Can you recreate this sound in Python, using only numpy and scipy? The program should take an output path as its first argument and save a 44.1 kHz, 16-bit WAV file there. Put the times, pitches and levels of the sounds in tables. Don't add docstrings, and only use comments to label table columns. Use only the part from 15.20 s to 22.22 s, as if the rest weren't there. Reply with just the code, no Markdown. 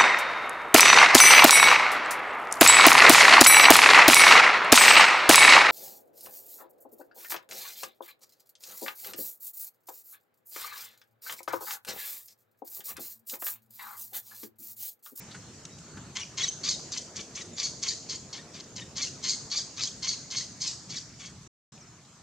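import sys
import numpy as np
from scipy import signal
from scipy.fft import rfft, irfft, next_fast_len
from scipy.io import wavfile
from scipy.ndimage import uniform_filter1d, map_coordinates

SR = 44100
rng = np.random.default_rng(int(sys.argv[2]) if len(sys.argv) > 2 else 0)


def log_audio(samples):
    frames = np.atleast_2d(samples).T
    limited = np.clip(frames, -1, 1)
    pcm = np.round(limited * 32767).astype(np.int16)
    wavfile.write(sys.argv[1], SR, pcm)


N = 309758


def amp(db):
    return 10 ** (np.asarray(db) / 20)


def unit(x):
    return x / np.sqrt(np.mean(x ** 2) + 1e-20)


def along(points, hz):
    point_hz, value = np.transpose(points)
    return np.interp(np.log(hz + 1), np.log(point_hz + 1), value)


def curves(rows):
    times, *columns = np.transpose(rows)
    return [np.interp(np.arange(N) / SR, times, column) for column in columns]


def wobble(rate_hz):
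    knots = rng.standard_normal(int(N * rate_hz / SR) + 4)
    return map_coordinates(knots, [np.arange(N) * rate_hz / SR])


def filtered(x, response):
    m = next_fast_len(N + SR)
    return irfft(rfft(x, m) * response(np.fft.rfftfreq(m, 1 / SR)), m)[..., :N]


# frequency_hz, likeness (1 = identical; below 0 is taken as 0)
LIKENESS = [(60, 0.98), (180, 0.96), (550, 0.91), (1650, 0.68), (4970, 0.38), (15000, -1.1)]


def diffuse_noise(spectrum, patchy_db):
    z = signal.stft(rng.standard_normal((2, N)), nperseg=512)[2]
    field = uniform_filter1d(rng.standard_normal(z.shape[1:]), size=6, axis=0)
    field = uniform_filter1d(field, size=10, axis=1)
    pair = signal.istft(z * amp(patchy_db * unit(field)), nperseg=512)[1][:, :N]

    def mid_side(hz):
        angle = np.arccos(np.clip(along(LIKENESS, hz), 0, 1)) / 2
        return amp(along(spectrum, hz)) * [np.cos(angle), np.sin(angle)]

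    mid, side = filtered(pair, mid_side)
    return unit(np.array([mid + side, mid - side]))


# start_s, rumble_db, upper_db (gain of the rumble's upper part), hiss_db
BACKGROUND_LEVELS = [(0, -50, -3.5, -51.5), (1.2, -49, -0.5, -52.5), (1.7, -53, 7, -51.5),
                     (2.8, -51, 2.5, -53), (4.2, -50, -0.5, -52.5), (5.3, -50, -3.5, -53),
                     (6.3, -49, -9, -54.5), (6.5, -51.5, -7, -54.5), (7.02, -57.5, -4.5, -57.5)]
# frequency_hz, density_db (per Hz)
RUMBLE_SPECTRUM = [(18, -73), (30, -41), (44, -15.5), (92, -3), (140, 1), (250, -4.5), (400, -8.5),
                   (700, -16), (1540, -72)]
# frequency_hz, density_db (per Hz)
HISS_SPECTRUM = [(410, -14), (700, -5), (1360, -6), (2030, -9.5), (3360, -11.5), (3820, -10.5), (5500, -6),
                 (6850, -3.5), (7900, -8), (8400, -16), (9600, -24.5), (15500, -39.5)]


def forest():
    rumble_db, upper_db, hiss_db = curves(BACKGROUND_LEVELS)
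    rumble = diffuse_noise(RUMBLE_SPECTRUM, patchy_db=1.6)
    upper = filtered(rumble, lambda f: 1 / (1 + (270 / (f + 1)) ** 4))
    coloured = rumble + (amp(upper_db) - 1) * upper
    swell_db = 0.3 * wobble(3.89) + 0.66 * wobble(18)
    hiss = amp(hiss_db + 0.24 * wobble(4.2)) * diffuse_noise(HISS_SPECTRUM, patchy_db=2.5)
    return amp(rumble_db + swell_db) * coloured + hiss


# start_s, length_s, start_hz, end_hz, level_db (sine peak, before flutter), hoarseness (0-1)
BIRD_NOTES = [(.13, .24, 4170, 4220, -57.5, .3), (.505, .075, 3800, 3900, -57.5, .1),
              (.68, .26, 4350, 4500, -57.5, .3), (6.52, .24, 5180, 5150, -59, .7),
              (6.604, .034, 6550, 5100, -48.5, .2)]


def birds():
    out, flutter = np.zeros(N), wobble(120)
    for start_s, length_s, start_hz, end_hz, level_db, hoarse in BIRD_NOTES:
        u = np.arange(round(length_s * SR)) / (length_s * SR)
        at = slice(round(start_s * SR), round(start_s * SR) + len(u))
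        phase = 2 * np.pi * np.cumsum(start_hz + (end_hz - start_hz) * u) / SR
        envelope = np.sqrt(np.sin(np.pi * np.sqrt(u)))
        roughness = 1 - hoarse + hoarse * flutter[at]
        out[at] += amp(level_db) * envelope * roughness * np.sin(phase)
    return out


# start_s, level_db (nominal peak), pitch_hz, length_s (time to fall 20 dB)
LEAF_CRACKS = [(0.11, -37.5, 4200, 0.034), (0.142, -35.5, 1640, 0.036), (0.346, -48, 7000, .012),
               (0.452, -28.5, 6200, 0.0078), (0.583, -39.5, 6950, 0.017), (0.771, -37, 1500, 0.024),
               (1.413, -39, 6200, 0.0069), (1.593, -37.5, 1000, .015), (6.578, -47, 2500, 0.0089),
               (6.85, -47, 4500, 0.0091)]


def leaves():
    out, t = np.zeros(N + SR), np.arange(4096) / SR
    f = np.fft.rfftfreq(len(t), 1 / SR)
    band = (f > 700) / (1 + (f / 8200) ** 8)
    for start_s, level_db, pitch_hz, length_s in LEAF_CRACKS:
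        colour = 0.24 + 1 / (1 + ((f - pitch_hz) / (0.19 * pitch_hz)) ** 2)
        noise = unit(irfft(rfft(rng.standard_normal(len(t))) * colour * band))
        decay = amp(level_db - 3.5 - 20 * t / length_s)
        rise = 1 - np.exp(-8 * t / length_s)
        out[round(start_s * SR):][:len(t)] += decay * rise * noise
    return out[:N]


# frequency_hz, t60_s (time to fall 60 dB)
WOOD_DECAY = [(1000, 0.27), (2600, 0.27), (4500, 0.7), (7000, 0.86), (10000, 0.39)]
# frequency_hz, gain_db
TREE_COLOUR = [(800, -9), (3200, -2), (4200, -3), (7200, 1), (9000, 11)]


def trees(x, trunk_db=-12, tail_db=-9):
    hz, t, z = signal.stft(rng.standard_normal((2, SR)), SR, nperseg=256)
    tail = signal.istft(z * amp(-60 * t / along(WOOD_DECAY, hz)[:, None]), SR, nperseg=256)[1]
    tail[1] = .5 * tail[0] + np.sqrt(.75) * tail[1]
    tail /= np.linalg.norm(tail[0])
    stirred = np.pad(x * (.6 + .9 * wobble(900)), (200, 0))[None]
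    wood = signal.fftconvolve(stirred, tail, axes=1)[:, :N]
    trunk = np.pad(x, (round(.039 * SR), 0))[:N]
    return filtered(amp(tail_db) * wood + amp(trunk_db) * trunk, lambda f: amp(along(TREE_COLOUR, f)))


def resonate(x, modes):
    def response(f):
        total = 0
        for k, (centre_hz, width_hz, db) in enumerate(modes):
            once = 1j * f * width_hz / (centre_hz ** 2 - f * f + 1j * f * width_hz)
            total = total + (-1) ** k * amp(db) * once ** 2
        return total

    return unit(filtered(x, response))


def closings(hz, scatter_db):
    cycles = np.cumsum(hz) / SR
    size = amp(scatter_db * rng.standard_normal(N))[cycles.astype(int)]
    clicks = np.diff(np.floor(cycles), prepend=0)
    return unit(size * clicks), size, cycles % 1


# start_s, rise_s (first push reached), second_s (second push
# begins), length_s, first_db, sag_db (drop below first_db), second_db, upper_db (re middle), lower_db
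CALLS = [(0.952, 0.0058, 0.045, 0.079, -44.5, 9, -51.5, 10.5, -36.5),
         (1.171, 0.012, 0.052, 0.11, -37, -3, -32, 4, -33.5),
         (1.431, 0.0078, 0.049, 0.12, -34, 3.5, -24.5, 2, -39.5),
         (1.716, 0.0069, 0.048, .100, -36, 21, -38, 5.5, -46.5),
         (1.955, 0.0087, 0.039, 0.069, -42, 13, -43, 5, -44.5),
         (2.149, 0.0043, 0.058, 0.083, -47.5, 11, -41.5, 8, -45.5),
         (2.366, 0.019, 0.061, 0.13, -38, 8, -28.5, 2, -40),
         (2.619, 0.01, 0.054, 0.13, -37, 7, -28, 4.5, -40),
         (2.888, .010, .055, 0.083, -37.5, 10, -42.5, 2.5, -46),
         (3.124, .008, .035, 0.081, -41, 7.5, -49.5, 2, -46.5),
         (3.336, 0.0071, 0.054, .085, -48, 14, -47.5, 3, -50),
         (3.556, 0.0095, 0.044, 0.077, -46, 8.5, -52, 4.5, -47),
         (3.756, 0.013, .055, .130, -38.5, 7.5, -27.5, 2.5, -40),
         (4.027, 0.017, 0.053, .130, -35, 5, -25, 2, -39.5),
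         (4.300, 0.016, 0.056, 0.13, -36, 4, -27, -1.5, -42),
         (4.564, 0.014, 0.047, .130, -39.5, 1.5, -26.5, -0.5, -41),
         (4.822, .007, 0.051, 0.13, -36, 4.5, -26, -1, -40),
         (5.103, .008, 0.051, 0.15, -39, 9, -29, 2, -43),
         (5.402, 0.016, 0.059, 0.14, -32.5, 11, -30, 2.5, -44),
         (5.692, 0.0075, 0.061, 0.12, -44, 7.5, -37.5, 4.5, -47.5),
         (5.988, 0.0088, 0.06, 0.11, -54, 1, -46, 7, -47.5)]
# level_db each, at the start, first push,
# end of its hold, sag, second push, end of its hold, end of call; the lower ones swell into the sag
UPPER_OFFSETS_DB = (-2, -0.5, -2, -0.5, -2, -2.5, -1)
LOWER_OFFSETS_DB = (-17.5, -6, -2, -0.5, -5.5, -3, -15.5)
ONSET_DB, FADE_DB = 12.5, 23.5
HOLD = 0.36
PUSH_S, PEAK_S = .016, 0.0031


def pushes():
    rows = []
    for start_s, rise_s, second_s, length_s, first_db, sag_db, second_db, upper_db, lower_db in CALLS:
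        hold_end_s = rise_s + HOLD * (second_s - rise_s)
        top_s = min(second_s + PUSH_S, length_s - .012)
        times = start_s + np.array([0, rise_s, hold_end_s, second_s, top_s, top_s + PEAK_S, length_s])
        middle = np.array([first_db - ONSET_DB, first_db, first_db, first_db - sag_db,
                           second_db, second_db, second_db - FADE_DB])
        upper = middle + upper_db + UPPER_OFFSETS_DB
        rows += zip(times, middle, upper, lower_db + np.array(LOWER_OFFSETS_DB))
    return curves(rows)


# centre_hz, width_hz, level_db
MIDDLE_MODES = [(4550, 1300, 0)]
UPPER_MODES = [(6400, 1900, 0)]
LOWER_MODES = [(1000, 1000, -10), (2100, 1500, -4), (3200, 1300, 0)]


def rasp(level_db=-2, slap=.4, breathy=.85):
    buzz_hz = 1090 * np.exp(.025 * wobble(500) + .07 * wobble(25))
    slap_hz = 470 * np.exp(.12 * wobble(200) + .12 * wobble(15))
    buzz = closings(buzz_hz, scatter_db=1.5)[0]
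    slaps, size, place = closings(slap_hz, scatter_db=1.8)
    puffs = unit(size * (.4 + np.exp(-place / .3)))
    source = slap * slaps + puffs * (buzz + breathy * rng.standard_normal(N))
    sounding = np.zeros(N)
    for start_s, _, _, length_s, *_ in CALLS:
        sounding[round(start_s * SR):round((start_s + length_s) * SR)] = 1

    def ring(modes):
        return amp(1.8 * wobble(120)) * resonate(source, modes)

    middle_db, upper_db, lower_db = pushes()
    throat = amp(middle_db) * ring(MIDDLE_MODES)
    throat -= amp(upper_db) * ring(UPPER_MODES)
    throat -= amp(lower_db) * ring(LOWER_MODES)
    return amp(level_db) * uniform_filter1d(sounding, size=200) * throat


# start_s, length_s, start_hz, middle_hz, end_hz, level_db (second harmonic, before mouth,
# flutter and the final doubling), tilt_db (per harmonic up to the third); pitches before jitter
SQUEAK_NOTES = [(1.01, 0.025, 2850, 2900, 2880, -41, -6), (1.03, 0.018, 2440, 2430, 2380, -51, -15),
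                (1.203, 0.027, 3370, 3310, 3320, -40, -11), (1.232, 0.019, 2006, 1944, 1920, -32.5, -1),
                (1.268, .018, 2130, 2310, 2800, -44.5, -3), (1.281, 0.019, 3140, 3140, 3120, -30.5, 7),
                (1.495, 0.014, 2386, 2166, 2130, -34, 5), (1.539, 0.015, 3960, 3650, 3740, -46.5, -8),
                (1.774, .016, 1757, 3050, 3800, -35, 5), (2.21, .021, 2010, 1900, 1910, -49, -8),
                (2.33, 0.048, 3520, 3600, 3200, -43.5, 21), (2.436, .026, 2400, 2230, 2230, -37, 2),
                (2.679, 0.04, 2270, 2310, 2370, -35.5, 4), (2.707, 0.024, 1835, 1836, 1840, -47.5, -8.5),
                (2.95, 0.021, 2584, 2237, 2350, -44, 9.5), (3.183, 0.03, 1780, 1860, 1830, -55.5, -12),
                (3.612, 0.027, 1830, 1857, 1877, -50, -7), (3.816, 0.032, 2125, 2150, 2130, -37.5, -2.5),
                (3.866, .022, 2650, 2790, 2800, -48, -7.5), (4.053, .019, 2197, 2115, 2120, -39, 0),
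                (4.087, 0.024, 2195, 2430, 2330, -33.5, 4.5), (4.106, 0.014, 2176, 2220, 1910, -36, 7.5),
                (4.127, .022, 2044, 2150, 2120, -41.5, -2.5), (4.358, 0.03, 2150, 2380, 2026, -36.5, 2),
                (4.384, 0.028, 2040, 1590, 1587, -42, 5), (4.618, 0.017, 2180, 2286, 2270, -40, -0.5),
                (4.672, .009, 3030, 3230, 3450, -33.5, 1.5), (4.878, 0.029, 2151, 2175, 2197, -34, 1),
                (4.93, 0.016, 2055, 2170, 2180, -43, 2), (4.934, 0.017, 1980, 2780, 2770, -46, -4),
                (5.161, .024, 2163, 2146, 2260, -40, 0.5), (5.206, 0.02, 1880, 1970, 2130, -47.5, -9),
                (5.41, .033, 2200, 2346, 2360, -42.5, 1.5), (5.466, 0.039, 2530, 2560, 2430, -39.5, 3),
                (5.758, 0.019, 1850, 2020, 1960, -47.5, -6), (5.767, 0.025, 2010, 1720, 1404, -44, 4)]
# frequency_hz, gain_db
MOUTH_GAIN = [(1500, -10.5), (2300, -16), (3300, -7), (4400, 0.5), (6500, -2.5), (8000, -9), (10000, -29)]
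SWELL = 0.77


def squeaks(jitter=.012, flutter_db=2.8):
    out = np.zeros(N)
    drift, flutter = np.exp(jitter * wobble(300)), amp(flutter_db * wobble(450))
    for start_s, length_s, start_hz, middle_hz, end_hz, level_db, tilt_db in SQUEAK_NOTES:
        u = np.arange(round(length_s * SR)) / (length_s * SR)
        at = slice(round(start_s * SR), round(start_s * SR) + len(u))
        pitch = np.interp(u, [0, .5, 1], [start_hz, middle_hz, end_hz]) * drift[at]
        phase = 2 * np.pi * np.cumsum(pitch) / SR
        tone = np.zeros(len(u))
        for k in (1, 2, 3, 4, 5):
            harmonic_db = level_db + tilt_db * (min(k, 3) - 2) + along(MOUTH_GAIN, k * pitch)
            tone += amp(harmonic_db) * np.sin(k * phase)
        envelope = np.sin(np.pi * u ** SWELL) ** 0.36
        out[at] += 2 * envelope * flutter[at] * tone
    return out


# frequency_hz, left_minus_right_db
VOICE_BALANCE = [(300, 11.5), (1300, 1.5), (2400, 5), (4400, 1.5), (8000, -1.5)]
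LIPS_HZ = 7570


def monkey():
    def lips(f):
        return 1 / (1 + (f / LIPS_HZ) ** 12)

    def to_sides(f):
        gain = amp(np.outer([.5, -.5], along(VOICE_BALANCE, f)))
        return gain * np.exp(np.outer([-1j, 1j], f * 4e-5))

    whistle = filtered(squeaks(), lips)
    locked = uniform_filter1d(np.abs(whistle), size=200)
    hoarse = rasp() / (1 + 40 * locked)
    voice = whistle + filtered(hoarse, lambda f: lips(f) + amp(-13) / (1 + (f / 11500) ** 5))
    near = filtered(np.array([voice, voice]), to_sides)
    litter = rng.standard_normal((2, 900)) * amp(-60 * np.arange(900) / SR / .025)
    litter /= np.linalg.norm(litter, axis=1, keepdims=True)
    bright = np.diff(voice, prepend=0)[None]
    scattered = signal.fftconvolve(bright, litter, axes=1)[:, :N]
    return near + amp(-7) * scattered + trees(voice)


def scene():
    return forest() + birds() + leaves() + monkey()


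# start_s, end_s
SILENCE = (6.276, 6.521)
TOP_HZ = 15700


def record(dry):
    t = np.arange(N) / SR
    on = 1. * ((t < SILENCE[0]) | (t > SILENCE[1]))
    on = uniform_filter1d(on, size=100)
    return filtered(dry * on, lambda hz: hz < TOP_HZ)


dry = scene()
out = record(dry)
log_audio(out)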